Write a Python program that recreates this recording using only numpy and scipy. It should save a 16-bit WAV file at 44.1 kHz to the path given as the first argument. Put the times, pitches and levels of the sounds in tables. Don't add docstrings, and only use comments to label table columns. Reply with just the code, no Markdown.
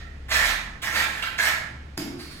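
import sys
import numpy as np
from scipy import signal
from scipy.fft import rfft, irfft, next_fast_len
from scipy.io import wavfile
from scipy.ndimage import uniform_filter1d, map_coordinates

SR = 44100
rng = np.random.default_rng(int(sys.argv[2]) if len(sys.argv) > 2 else 0)


def invert_db(level):
    return 10 ** (np.asarray(level, dtype=float) / 20)


def transcribe(signal):
    frames = np.atleast_2d(signal).T
    limited = np.clip(frames, -1, 1)
    pcm = np.round(limited * 32767).astype(np.int16)
    wavfile.write(sys.argv[1], SR, pcm)


N = 105840

# time_s, pressure_db, ring_over_grit_db
STROKES = [
    [(.283, -60, 16), (.293, -50, 10), (.318, -38.5, 12.5), (.356, -36, 10.5), (.43, -41, 13.5),
     (.45, -36.5, 8.5), (.5, -37, 11.5), (.535, -55, 15), (.6, -60, -6)],
    [(.818, -46, 7), (.826, -39, 6), (.872, -44, 12), (.915, -49.5, 15.5), (.945, -38.5, 13),
     (.995, -40.5, 12), (1.035, -40, 12), (1.06, -52.5, 12.5), (1.2, -49.5, 12.5)],
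    [(1.221, -74, 9), (1.225, -37, 10), (1.245, -48, 13), (1.29, -56.5, 16.5), (1.36, -64, 14)],
    [(1.378, -50, 10), (1.386, -37.5, 12.5), (1.4, -40, 12.5), (1.425, -37.5, 5.5), (1.47, -33.5, 7.5),
     (1.5, -42.5, 16), (1.56, -66, 10), (1.63, -71, -2)],
]
# start_s, peak_db, pitch_hz, t60_s
CATCHES = [(.291, -30, 1084, 0.012), (.3148, -18, 1850, .012), (.345, -10, 1800, .012),
           (.3557, -13.5, 1782, 0.057), (.362, -17, 2500, 0.016), (.3762, -6, 1740, 0.0096),
           (.389, -17, 1900, 0.027), (.402, -9, 1883, 0.025), (.41, -10, 1960, .015),
           (.4272, -8.5, 1670, 0.011), (.436, -23, 1840, .012), (.465, -14, 1800, .012),
           (.477, -20, 2160, 0.0077), (.5, -35, 2300, 0.017), (.5225, -12, 1500, 0.0041),
           (.531, -24, 1730, 0.0073), (.8383, -18.5, 1650, 0.022), (.8727, -8.5, 1830, 0.014),
           (.895, -35, 1790, 0.013), (.9535, -13, 2240, .014), (.96, -17, 3500, 0.01),
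           (.969, -15, 2140, 0.0071), (.98, -23, 1840, 0.031), (.99, -12, 1830, 0.021),
           (.997, -22, 1770, 0.011), (1.003, -13, 1880, 0.019), (1.01, -19, 2300, 0.0073),
           (1.022, -12.5, 1600, 0.011), (1.039, -19, 1770, 0.0097), (1.055, -18, 1900, 0.0088),
           (1.07, -30, 1800, 0.01), (1.173, -15.5, 1736, 0.018), (1.198, -16, 1730, .015),
           (1.2245, -31, 4160, .008), (1.227, -11, 2860, 0.011), (1.229, -16.5, 3280, 0.011),
           (1.236, -23, 1353, 0.073), (1.2725, -24.5, 1550, 0.079), (1.3893, -9, 1690, .016),
           (1.3983, -10, 1677, .05), (1.4, -15.5, 2116, 0.046), (1.4257, -15, 1604, 0.031),
           (1.435, -9, 1800, .012), (1.455, -15, 1720, 0.016), (1.462, -11, 1740, 0.029),
           (1.471, -9.5, 2190, 0.01), (1.49, -15, 1800, 0.0097), (1.518, -14.5, 1900, 0.018),
           (1.567, -20, 1880, 0.012)]
# centre_hz, width_hz, level_db
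TILE_MODES = [(212, 13, -10), (306, 36, -11), (650, 62, -10), (876, 35, 1.5), (1050, 60, -5),
              (1342, 60, 4.5), (1620, 44, 4), (1657, 57, 2.5), (1750, 105, 2), (1835, 72, 6.5),
              (1905, 34, -2), (1965, 36, 7.5), (2263, 280, -4.5), (2488, 81, 4)]
# freq_hz, level_db
TILE_BODY = [(200, -55), (450, -10.5), (650, -4), (1100, -6), (1800, 1.5), (2600, -3.5), (3600, -16),
             (6000, -49)]
# freq_hz, density_db_per_hz
GRIT = [(800, -43.5), (2000, -26.5), (3600, -9), (5500, -14), (7500, -15.5), (9500, -24), (12500, -19.5),
        (16000, -28.5)]
# start_s, peak_db
KNOCKS = [
    (1.9762, -21.5),
    (1.9773, -14),
]
# time_s, blade_db, boom_db
DRAG = [
    (1.973, -38, -58),
    (1.977, -41.5, -37),
    (2.0, -41.5, -36.5),
    (2.035, -41, -41),
    (2.055, -61, -38),
    (2.11, -64, -38),
    (2.13, -62, -47),
    (2.22, -80, -55),
    (2.3, -81, -70),
]
# start_s, peak_db, pitch_hz, t60_s
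JOLTS = [
    (1.976, -25, 356, 0.067),
    (1.99, -24, 157, 0.091),
    (2.013, -27, 330, 0.13),
    (2.042, -26, 214, 0.081),
    (2.05, -26, 285, 0.091),
    (2.1, -22.5, 278, 0.099),
    (2.2, -32, 292, .08),
]
# time_s, level_db
SLIDE = [
    (2.175, -53),
    (2.2, -44.5),
    (2.25, -50),
    (2.32, -46.5),
    (2.4, -51),
]
# centre_hz, width_hz, level_db
BUCKET_MODES = [(151, 53, -1.5), (218, 65, -4), (285, 97, 5.5), (376, 110, -1.5), (642, 85, -10.5)]
# centre_hz, width_hz, level_db
BLADE_MODES = [(790, 830, -0.5), (1440, 340, -1), (2300, 670, 4), (2950, 540, 1.5), (3900, 440, -15),
               (4850, 370, 1.5), (5430, 520, 3), (6500, 400, -9), (7540, 780, -5.5), (8800, 600, -14),
               (11600, 1900, -5.5)]
# centre_hz, width_hz, level_db
MORTAR_MODES = [(1300, 190, -2), (2000, 750, 0.5), (4540, 610, 2.5), (6300, 3000, -19.5),
                (9900, 2600, -11.5)]
# centre_hz, width_hz, level_db
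EARLIER_MODES = [(686, 54, -8.5), (1360, 90, -5), (1620, 77, -9), (1710, 31, -4), (1844, 40, 2.5),
                 (1980, 120, -4.5), (2500, 200, -11.5)]
# freq_hz, t60_s
ROOM_T60 = [(200, 0.93), (800, 0.82), (2000, 0.64), (5000, 0.55), (10000, 0.45), (15000, 0.24)]
# time_s, low_hum_db, upper_hum_db
HUM = [(0.0, -38.5, -41), (0.31, -49, -37.5), (0.37, -43, -31), (0.45, -35.5, -39), (0.75, -43, -48),
       (0.93, -79, -39.5), (1.0, -63, -38.5), (1.27, -46.5, -55), (1.47, -62, -42.5), (1.57, -65, -46),
       (1.86, -50, -38), (2.14, -69, -53), (2.29, -64, -43), (2.4, -53, -67)]
# freq_hz, density_db_per_hz
MURMUR = [(90, -4.5), (130, -2.5), (220, -9.5), (450, -17.5), (1100, -26), (1900, -24), (7000, -38.5),
          (13000, -55)]
# freq_hz, likeness_0_to_1
ALIKE = [(60, 1), (200, 0.93), (380, 0.75), (700, 0.1), (1300, 0.016), (5000, 0.011)]
# freq_hz, left_over_right_db
LEFT_OVER_RIGHT = [(60, 1), (130, -2), (290, 0), (640, 1), (1410, -7), (3100, -6.5), (6820, -1.5),
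                   (15000, -5)]
# freq_hz, side_db
NARROW = [(5500, 0), (7500, -7.5), (11000, -8), (15000, -14)]


def unit(x):
    return x / np.sqrt(np.mean(x ** 2) + 1e-20)


def along(points, hz):
    f, v = np.transpose(points)
    return np.interp(np.log(hz + 1), np.log(f + 1), v)


def curves(rows, outside=-120):
    s, *cols = np.transpose(rows)
    return [np.interp(np.arange(N) / SR, s, c, outside, outside) for c in cols]


def wobble(rate_hz):
    knots = rng.standard_normal(int(N * rate_hz / SR) + 4)
    return map_coordinates(knots, [np.arange(N) * rate_hz / SR])


def filtered(x, response):
    m = next_fast_len(N + SR // 2)
    return irfft(rfft(x, m) * response(np.fft.rfftfreq(m, 1 / SR)), m)[..., :N]


def modes(peaks):
    def response(f):
        total = 0
        for k, (c, w, db) in enumerate(peaks):
            total = total + (-1) ** k * invert_db(db) * 1j * f * w / (c * c - f * f + 1j * f * w)
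        return total
    return response


def blend(peaks):
    return lambda f: np.sqrt(sum(np.abs(modes([peak])(f)) ** 2 for peak in peaks))


def colour(points):
    return lambda hz: invert_db(along(points, hz))


def pair(a, b):
    def turn(hz):
        angle = np.arccos(np.clip(along(ALIKE, hz), -1, 1)) / 2
        return np.array([np.cos(angle), np.sin(angle)])
    mid, side = filtered(np.array([a, b]), turn)
    return np.array([mid + side, mid - side])


def slips(slips_per_s, hiss_share):
    spread_db, clump_db = 3, 2.5
    happens = rng.random(N) < slips_per_s / SR
    size = np.minimum(rng.exponential(size=N), 3)
    grains = happens * np.sign(rng.standard_normal(N)) * invert_db(spread_db * size)
    hiss = rng.standard_normal(N)
    mix = np.sqrt(1 - hiss_share) * unit(grains) + np.sqrt(hiss_share) * hiss
    return unit(invert_db(clump_db * wobble(69.59)) * mix)


def patchy(x, depth_db):
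    z = signal.stft(x, nperseg=256)[2]
    field = uniform_filter1d(rng.standard_normal(z.shape), size=5, axis=0)
    field = uniform_filter1d(field, size=8, axis=1)
    return signal.istft(z * invert_db(depth_db * unit(field)), nperseg=256)[1][:N]


def pings(rows, rise_s, grit):
    t, noise = np.arange(N) / SR, grit * rng.standard_normal(N)
    total = np.zeros(N)
    for start_s, db, hz, t60_s in rows:
        age = np.maximum(t - start_s, 0)
        envelope = invert_db(db - 60 * age / t60_s) * (1 - np.exp(-age / rise_s))
        total += envelope * (np.sin(2 * np.pi * hz * age) + noise)
    return total


def tile():
    body_db, body_at_db, body_growth = -4.5, -39.5, 0.17
    force = slips(slips_per_s=2100, hiss_share=0.37)
    press = sum(invert_db(curves(rows)[0]) for rows in STROKES)
    rung = sum(invert_db(np.sum(curves(rows), axis=0)) for rows in STROKES)

    treble = filtered(force, lambda hz: colour(GRIT)(hz) * (hz > 7000))
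    grit = patchy(filtered(force * press, colour(GRIT)), depth_db=3.5) / np.sqrt(np.mean(treble ** 2))

    ring = filtered(force * rung, modes(TILE_MODES)) / np.std(filtered(force, modes(TILE_MODES)))
    swell = invert_db(body_db) * (press / invert_db(body_at_db)) ** body_growth
    body = filtered(force * rung * swell, colour(TILE_BODY)) / np.std(filtered(force, colour(TILE_BODY)))
    return grit + ring + body + pings(CATCHES, rise_s=0.00064, grit=0.038)


def bucket():
    crack_t60_s, thump_db = 0.009, 25.5
    t = np.arange(N) / SR
    cracks, blows = np.zeros(N), np.zeros(N)
    for start_s, db in KNOCKS:
        cracks += invert_db(db - 2.5 - 60 * np.abs(t - start_s) / crack_t60_s) * (t >= start_s)
        blows[round(start_s * SR)] = invert_db(db + thump_db)
    thump = filtered(blows, modes(BUCKET_MODES))

    blade_db, boom_db = curves(DRAG)
    rattle = unit(filtered(slips(slips_per_s=1500, hiss_share=0.82), blend(BLADE_MODES)))
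    blade = (invert_db(blade_db) + cracks) * rattle

    force = slips(slips_per_s=270, hiss_share=0.8)
    boom = filtered(force * invert_db(boom_db), modes(BUCKET_MODES)) / np.std(filtered(force, modes(BUCKET_MODES)))
    return blade + boom + thump


def mortar():
    sink_ratio = 0.94
    wet = slips(slips_per_s=3500, hiss_share=0.85)
    shallow = unit(filtered(wet, blend(MORTAR_MODES)))
    deep = unit(filtered(wet, lambda hz: blend(MORTAR_MODES)(hz / sink_ratio)))
    depth = np.interp(np.arange(N) / SR, [SLIDE[0][0], SLIDE[-1][0]], [0, np.pi / 2])
    return invert_db(curves(SLIDE)[0]) * (np.cos(depth) * shallow + np.sin(depth) * deep)


def earlier():
    ring_db, ring_t60_s, grit_db, grit_t60_s, dull_hz = -45, 0.99, -50, 0.52, 4200
    t = np.arange(N) / SR
    ring = unit(filtered(pair(*rng.standard_normal((2, N))), modes(EARLIER_MODES)))
    grit = unit(filtered(pair(*rng.standard_normal((2, N))),
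                         lambda hz: colour(GRIT)(hz) / (1 + (hz / dull_hz) ** 2)))
    return invert_db(ring_db - 60 * t / ring_t60_s) * ring + invert_db(grit_db - 60 * t / grit_t60_s) * grit


def room(x):
    first_wall_s, step = 0.004, SR // 8
    wet = np.zeros((2, N + 2 * SR))
    for at in range(0, N, step):
        hz, t, z = signal.stft(rng.standard_normal((2, SR)), SR, nperseg=256)
        t60_s = np.abs(along(ROOM_T60, hz))[:, None] + 0.01
        fading = z * invert_db(-60 * t / t60_s) / np.sqrt(t60_s)
        tail = signal.istft(fading, SR, nperseg=256)[1] * np.sqrt(14 / SR)
        part = signal.fftconvolve(x[None, at:at + step], tail, axes=1)
        start = at + round(first_wall_s * SR)
        wet[:, start:start + part.shape[1]] += part
    return pair(*wet[:, :N])


def site():
    hum = np.zeros(N)
    for db, hz, drift_hz in zip(curves(HUM, None), (37, 68.5), (2.3, 2.16)):
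        phase = 2 * np.pi * np.cumsum(hz + drift_hz * wobble(7.4)) / SR
        hum += invert_db(db + 0.5 + wobble(15.0)) * np.sin(phase)
    murmur = unit(filtered(pair(*rng.standard_normal((2, N))), colour(MURMUR)))
    return hum + invert_db(-45.5 + 0.18 * wobble(7.6)) * murmur


def scene():
    left_lead_s, direct_db, room_db = 0.00011, -2.5, 0.5
    drum_room_db = -9
    work = tile() + bucket() + mortar()
    drum = pings(JOLTS, rise_s=0.004, grit=0)
    ears = np.array([[1], [-1]])
    direct = filtered(work + drum, lambda hz: np.exp(1j * np.pi * hz * left_lead_s * ears))
    answer = room(work + invert_db(drum_room_db) * drum)
    return invert_db(direct_db) * direct + invert_db(room_db) * answer + earlier() + site()


def top_cut(x):
    return signal.sosfilt(signal.butter(12, 15980, fs=SR, output="sos"), x)


def record(dry):
    top_hz, halves = 15980, np.array([[0.5], [-0.5]])
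    left, right = filtered(dry, lambda hz: invert_db(along(LEFT_OVER_RIGHT, hz) * halves) * (hz < top_hz))
    mid = (left + right) / 2
    side = filtered((left - right) / 2, colour(NARROW))
    return top_cut(np.array([mid + side, mid - side]))


dry = scene()
out = record(dry)
transcribe(out)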